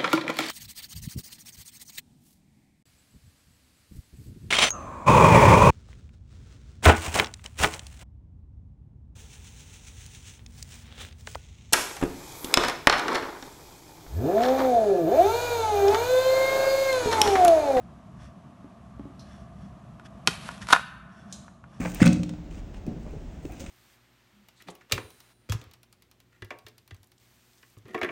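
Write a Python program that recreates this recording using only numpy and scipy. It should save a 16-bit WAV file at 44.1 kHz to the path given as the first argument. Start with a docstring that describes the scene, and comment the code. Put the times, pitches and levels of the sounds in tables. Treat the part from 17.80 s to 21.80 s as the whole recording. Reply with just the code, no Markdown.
"""A packaged knife laid on tile

A knife in a card and plastic blister pack is turned over and laid on a tiled floor in a quiet room.
One edge clacks down, the pack slides under the fingers, then slaps flat and chatters to rest.
Each impact excites damped modes of card, plastic and knife; sliding and finger rubs are stick-slip
noise. Around it are a low room rumble, a few dull bumps and two thin, echoing clicks."""
import sys
import numpy as np
from scipy import signal
from scipy.fft import rfft, irfft
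from scipy.io import wavfile

SR = 44100
rng = np.random.default_rng(int(sys.argv[2]) if len(sys.argv) > 2 else 0)


def dump_mix(stems):
    """Bounce the given channels to the path in sys.argv[1] as a 16-bit WAV at rate SR."""
    frames = np.atleast_2d(stems).T  # one column per channel
    limited = np.clip(frames, -1, 1)  # hard clip at full scale
    pcm = np.round(limited * 32767).astype(np.int16)
    wavfile.write(sys.argv[1], SR, pcm)


N = 176400
T = np.arange(N) / SR

# Spectrum of the room's rumble: frequency_hz, relative_db
RUMBLE_SPECTRUM = [(20, -19), (40, -11.5), (64, 3.5), (85, -5.5), (125, 1), (160, -1), (200, 3), (260, -9),
                   (340, -15.5), (470, -23), (580, -17), (670, -8.5), (800, -20), (950, -20.5), (1150, -14),
                   (1400, -26), (1700, -27.5), (2100, -33), (2900, -34), (4800, -42), (6000, -41),
                   (8000, -45), (12000, -49.5)]
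# Course of the rumble's level: time_s, level_db
RUMBLE_ENVELOPE = [(0, -46.5), (.8, -47.5), (1.5, -46), (2.2, -46.5), (2.7, -42.5), (3.2, -51.5),
                   (3.55, -46), (3.82, -52.5), (3.97, -47.5)]
# Reverberation time (negative in the deep bass, which grows until the tail ends): frequency_hz, t60_s
REVERB_TIMES = [(150, -0.07), (700, .5), (1050, 1.3), (1450, 1.48), (2300, 0.85), (4300, 0.53),
                (11000, 0.6)]
# Colour of the reverberation: frequency_hz, gain_db
REVERB_GAINS = [(150, -6.5), (450, -11.5), (800, -7.5), (1100, -7), (1500, -5.5), (3000, 3.5), (4500, -3.5),
                (6000, -5.5), (11000, -1.5)]
# Dull bumps: start_s, level_db
BUMP_EVENTS = [(.845, -38), (1.196, -33), (1.255, -35), (1.302, -44.5)]
# Modes of a bump: frequency_hz, level_db, t60_s
BUMP_BODY_MODES = [(235, -6, 0.051), (274.4, -0.5, 0.11), (367, -11, 0.054), (560, -15, 0.044),
                   (837, -17, 0.11), (1084, -18, 0.039), (1290, -24, 0.038)]
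# Thin clicks: start_s, level_db, pitch_hz, t60_s
CLICK_EVENTS = [(1.394, -56.5, 4850, 0.085), (3.5257, -35, 6760, 0.021)]
# Spectrum of a click's noise: frequency_hz, relative_db
CLICK_SPECTRUM = [(1500, -35), (2600, -5), (3200, -7), (4100, 2), (4900, -6), (5700, 2), (7700, -11.5),
                  (8800, -9), (10000, -10.5), (12000, -19)]
# Fingers squeezing and rubbing the blister: centre_s, sigma_s, level_db
RUB_EVENTS = [(0.437, 0.033, -56.5), (1.535, 0.073, -60.5), (1.831, 0.046, -65), (2.26, 0.0084, -51.5),
              (2.826, 0.0093, -42), (3.39, 0.061, -63), (3.52, 0.018, -58.5), (3.965, .045, -63.5)]
# Spectrum of skin friction on plastic: frequency_hz, relative_db
RUB_SPECTRUM = [(300, 2), (1200, 9.5), (10000, -5.5), (12000, -12)]
# Resonances of the hollow blister: frequency_hz, bandwidth_hz, gain_db
CAVITY_RESONANCES = [(1730, 510, 2.5), (2850, 1100, -2), (3410, 88, 4.5), (4490, 180, -1.5),
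                     (5450, 900, 2.5), (7400, 1600, -12.5), (9170, 3000, -11)]
# Level of the slide, following the pressure on the tile: time_s, level_db
SLIDE_ENVELOPE = [(2.46, -58.5), (2.481, -51.5), (2.52, -40.5), (2.58, -50.5), (2.625, -46.5), (2.685, -46),
                  (2.72, -50.5), (2.76, -49.5), (2.805, -56), (2.85, -52.5), (2.885, -49), (2.908, -32.5),
                  (2.92, -32), (2.95, -34.5), (2.985, -45.5), (3.03, -54)]
# Spectrum of the pack's friction on tile: frequency_hz, relative_db
SLIDE_SPECTRUM = [(20, -35.5), (60, -25.5), (170, -6), (420, -6), (1000, 2), (1500, 2), (2300, -1),
                  (3500, -3), (5000, -6.5), (7000, -10), (11000, -11.5), (12500, -31)]
# The pack touching tile or fingers: start_s, card_db, crack_db, thud_db
IMPACT_EVENTS = [(2.197, -34, -46, -68), (2.253, -62.5, -57.5, -82), (2.474, -14, 0, -36),
                 (2.4753, -19, -10, -26.5), (2.479, -11, -15.5, -27), (2.4838, -24.5, -22.5, -22),
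                 (2.6895, -19.5, -32, -54.5), (2.779, -37, -39.5, -65.5), (2.8175, -33, -38, -66),
                 (2.8704, -37.5, -27, -61.5), (2.8875, -19.5, -24.5, -52.5), (2.902, -16.5, -26, -48.5),
                 (2.9062, -10, -22.5, -38), (2.9254, -7.5, -12, -32.5), (2.9281, 4, -2.5, -30),
                 (2.932, 7.5, -3.5, -30.5), (2.9496, -10, -21.5, -46), (2.962, -6, -29.5, -44.5),
                 (2.978, -29, -39.5, -62), (2.994, -20, -45, -60), (3.6806, -34, -78, -78),
                 (3.84, -33.5, -56, -61)]
# Bending modes of the card: frequency_hz, level_db, t60_s
CARD_MODES = [(724, -22, 0.053), (997, -21, .034), (1099, -12, 0.026), (1254, -11.5, 0.016),
              (1340, -15, .018), (1436, -6.5, 0.022), (1523, -16.5, 0.013), (1690, -13.5, .02),
              (1890, -23, .016), (2090, -16.5, 0.02), (2380, -14.5, 0.014)]
# Distinct modes of the blister: frequency_hz, level_db, t60_s
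BLISTER_MODES = [(2670, -15.5, .011), (3710, -9, 0.0084), (4380, -14, 0.0082), (5440, -16, 0.0087),
                 (6340, -12.5, .007), (7300, -19.5, 0.0036), (9400, -16.5, .003)]
# Modes of the thud of the knife's weight: frequency_hz, level_db, t60_s
THUD_MODES = [(167, -5.5, 0.095), (290, -2, .045), (380, -3.5, .03)]
# The plastic's many fine modes, merged into a spectrum: frequency_hz, relative_db
CRACK_SPECTRUM = [(150, -25), (450, -14.5), (900, -3.5), (2500, 0.5), (3400, 4.5), (4500, -1), (5100, -5),
                  (7000, -7.5), (10000, -12), (12000, -23.5)]


def from_db(db):
    """Amplitude ratio of a level in decibels."""
    return 10 ** (np.asarray(db) / 20)


def unit_rms(x):
    """Normalisation to unit mean power."""
    return x / np.sqrt(np.mean(x ** 2) + 1e-20)


def at_hz(table, hz):
    """Interpolation on a logarithmic frequency axis."""
    table_hz, values = np.transpose(table)
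    return np.interp(np.log(hz + 1e-9), np.log(table_hz), values)


def coloured(x, spectrum):
    """Spectral shaping of a signal, at unit power."""
    gain = from_db(at_hz(spectrum, np.fft.rfftfreq(N, 1 / SR)))
    return unit_rms(irfft(rfft(x) * gain, N))


def noise(spectrum):
    """Stationary Gaussian noise of a given spectrum."""
    return coloured(rng.standard_normal(N), spectrum)


def wander(turns_per_s):
    """Random modulation: straight lines between Gaussian values."""
    return np.interp(T * turns_per_s, np.arange(N), rng.standard_normal(N))


def butterworth(x, hz, kind):
    """A maximally flat filter with second-order slopes."""
    return signal.sosfilt(signal.butter(2, hz, kind, fs=SR, output="sos"), x)


def resonance(x, hz, bandwidth_hz):
    """Forced response of a single damped resonator."""
    return signal.lfilter(*signal.iirpeak(hz, hz / bandwidth_hz, fs=SR), x)


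def decay(t60_s):
    """Exponential damping by 60 dB in t60_s, one second long."""
    return np.exp(-np.minimum(np.log(1000) * T[:SR] / t60_s, 40))


def burst(steady, t60_s):
    """A transient: a random stretch of noise under exponential damping."""
    start = rng.integers(N - SR)
    return steady[start:start + SR] * decay(t60_s)


def ringing(modes, delay_at_1khz_s=0, scatter_db=2):
    """Impulse response as a sum of damped modes; with dispersion, the low ones arrive later."""
    hz, db, t60_s = np.transpose(modes)[:, :, None]
    age_s = np.maximum(T[:SR // 10] - delay_at_1khz_s * np.sqrt(1000 / hz), 0)
    excited_db = db + scatter_db * rng.standard_normal(hz.shape)
    fade_db = np.minimum(60 * age_s / t60_s, 300)
    return np.sum(from_db(excited_db - fade_db) * np.sin(2 * np.pi * hz * age_s), axis=0)


def friction(spectrum, slips_per_s=4900, spread_db=2):
    """Stick-slip friction: a dense random train of tiny impulses of uneven size."""
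    slips = (rng.random(N) < slips_per_s / SR) * rng.choice([-1, 1], N)
    sizes = from_db(spread_db * np.minimum(rng.exponential(1, N), 4))
    return coloured(slips * sizes, spectrum)


def add(out, start_s, sound):
    """Superposition of a sound from a given time."""
    start = int(start_s * SR)
    out[start:start + len(sound)] += sound[:N - start]


def room_rumble(swell_below_hz=140, swell_db=4):
    """Background noise whose deepest part swells and sinks by amplitude modulation."""
    steady = noise(RUMBLE_SPECTRUM)
    deep = signal.sosfiltfilt(signal.butter(2, swell_below_hz, fs=SR, output="sos"), steady)
    swelling = steady - deep + deep * from_db(swell_db * wander(turns_per_s=12))
    return swelling * from_db(np.interp(T, *np.transpose(RUMBLE_ENVELOPE)))


def room_response(build_up_s=0.011):
    """A diffuse field: each band of noise has its own reverberation time."""
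    tail, edges_hz = 0, np.geomspace(80, 14000, 15)
    for low, high in zip(edges_hz, edges_hz[1:]):
        hz = np.sqrt(low * high)
        band = butterworth(rng.standard_normal(SR), [low, high], "band")
        envelope = decay(at_hz(REVERB_TIMES, hz)) * (1 - np.exp(-T[:SR] / build_up_s))
        tail += band * envelope / np.linalg.norm(envelope) * from_db(at_hz(REVERB_GAINS, hz))
    return tail


def early_reflections(delay_s=0.003):
    """Scattering from floor, hand and body, as an impulse response of unit energy."""
    scatter = rng.standard_normal(SR) * decay(t60_s=0.15) * (T[:SR] > delay_s)
    return scatter / np.linalg.norm(scatter)


def dull_bumps():
    """Free vibration of low, quickly damped modes, heard as soft knocks."""
    out, knock = np.zeros(N), ringing(BUMP_BODY_MODES)
    for start_s, level_db in BUMP_EVENTS:
        add(out, start_s, from_db(level_db) * knock)
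    return out


def thin_clicks(ring_db=7):
    """Bright snaps of noise, each given a pitch by the resonance it excites."""
    out, bright = np.zeros(N), noise(CLICK_SPECTRUM)
    for start_s, level_db, pitch_hz, t60_s in CLICK_EVENTS:
        snap = burst(bright, t60_s)
        ring = from_db(ring_db) * resonance(snap, pitch_hz, bandwidth_hz=1190)
        add(out, start_s, from_db(level_db) * (snap + ring))
    return out


def finger_rubs():
    """Skin friction drives the resonances of the hollow blister in soft Gaussian swells."""
    slips = friction(RUB_SPECTRUM)
    shell = sum(from_db(db) * resonance(slips, hz, width) for hz, width, db in CAVITY_RESONANCES)
    swells = sum(from_db(level_db) * np.exp(-0.5 * ((T - centre_s) / sigma_s) ** 2)
                 for centre_s, sigma_s, level_db in RUB_EVENTS)
    return unit_rms(shell) * swells


def pack_slide(snag_db=3):
    """Sliding friction: the pack's edge catches and lets go on the tile until it lies flat."""
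    level_db = np.interp(T, *np.transpose(SLIDE_ENVELOPE), left=-np.inf, right=-np.inf)
    return friction(SLIDE_SPECTRUM) * from_db(level_db + snag_db * wander(turns_per_s=70))


def pack_impacts(radiation_low_hz=637, card_high_hz=3250, thud_low_hz=110, fine_modes_db=-7):
    """Impact excitation: each contact knocks the card, cracks the blister and jolts the knife inside."""
    out, fine_modes = np.zeros(N), noise(CRACK_SPECTRUM)
    for start_s, card_db, crack_db, thud_db in IMPACT_EVENTS:
        card = ringing(CARD_MODES, delay_at_1khz_s=0.0006)  # low bending waves travel slower
        card = butterworth(card, radiation_low_hz, "high")  # too small to radiate bass
        card = butterworth(card, card_high_hz, "low")  # too soft for much treble
        shell = from_db(card_db) * card + from_db(crack_db) * ringing(BLISTER_MODES)
        crack = from_db(crack_db + fine_modes_db) * burst(fine_modes, t60_s=0.013)
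        thud = from_db(thud_db) * butterworth(ringing(THUD_MODES), thud_low_hz, "high")
        for part in (butterworth(shell, radiation_low_hz, "high"), crack, thud):
            add(out, start_s, part)
    return out


def scene():
    """Direct and reflected sound add; the close pack excites the room less than bumps and clicks do."""
    pack, bumps, clicks = pack_impacts() + pack_slide(), dull_bumps(), thin_clicks()
    to_room = from_db(-18) * pack + from_db(1.5) * bumps + from_db(-2) * clicks
    to_near_surfaces = from_db(-13.5) * pack + from_db(-1.5) * clicks
    reverberation = signal.fftconvolve(to_room, room_response())[:N]
    reflections = signal.fftconvolve(to_near_surfaces, early_reflections())[:N]
    return (pack + bumps + clicks + reverberation + reflections + finger_rubs() + room_rumble())[None]


def record(dry):
    """Band limiting and soft saturation: deep bass and top treble are cut, the loudest peaks rounded."""
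    low_hz, high_hz, ceiling = 45.5, 12000, 0.95
    x = butterworth(dry, low_hz, "high")
    rounded = x / (1 + (x / ceiling) ** 6) ** (1 / 6)
    return signal.sosfiltfilt(signal.ellip(10, 0.1, 60, high_hz, fs=SR, output="sos"), rounded)


dry = scene()
out = record(dry)
dump_mix(out)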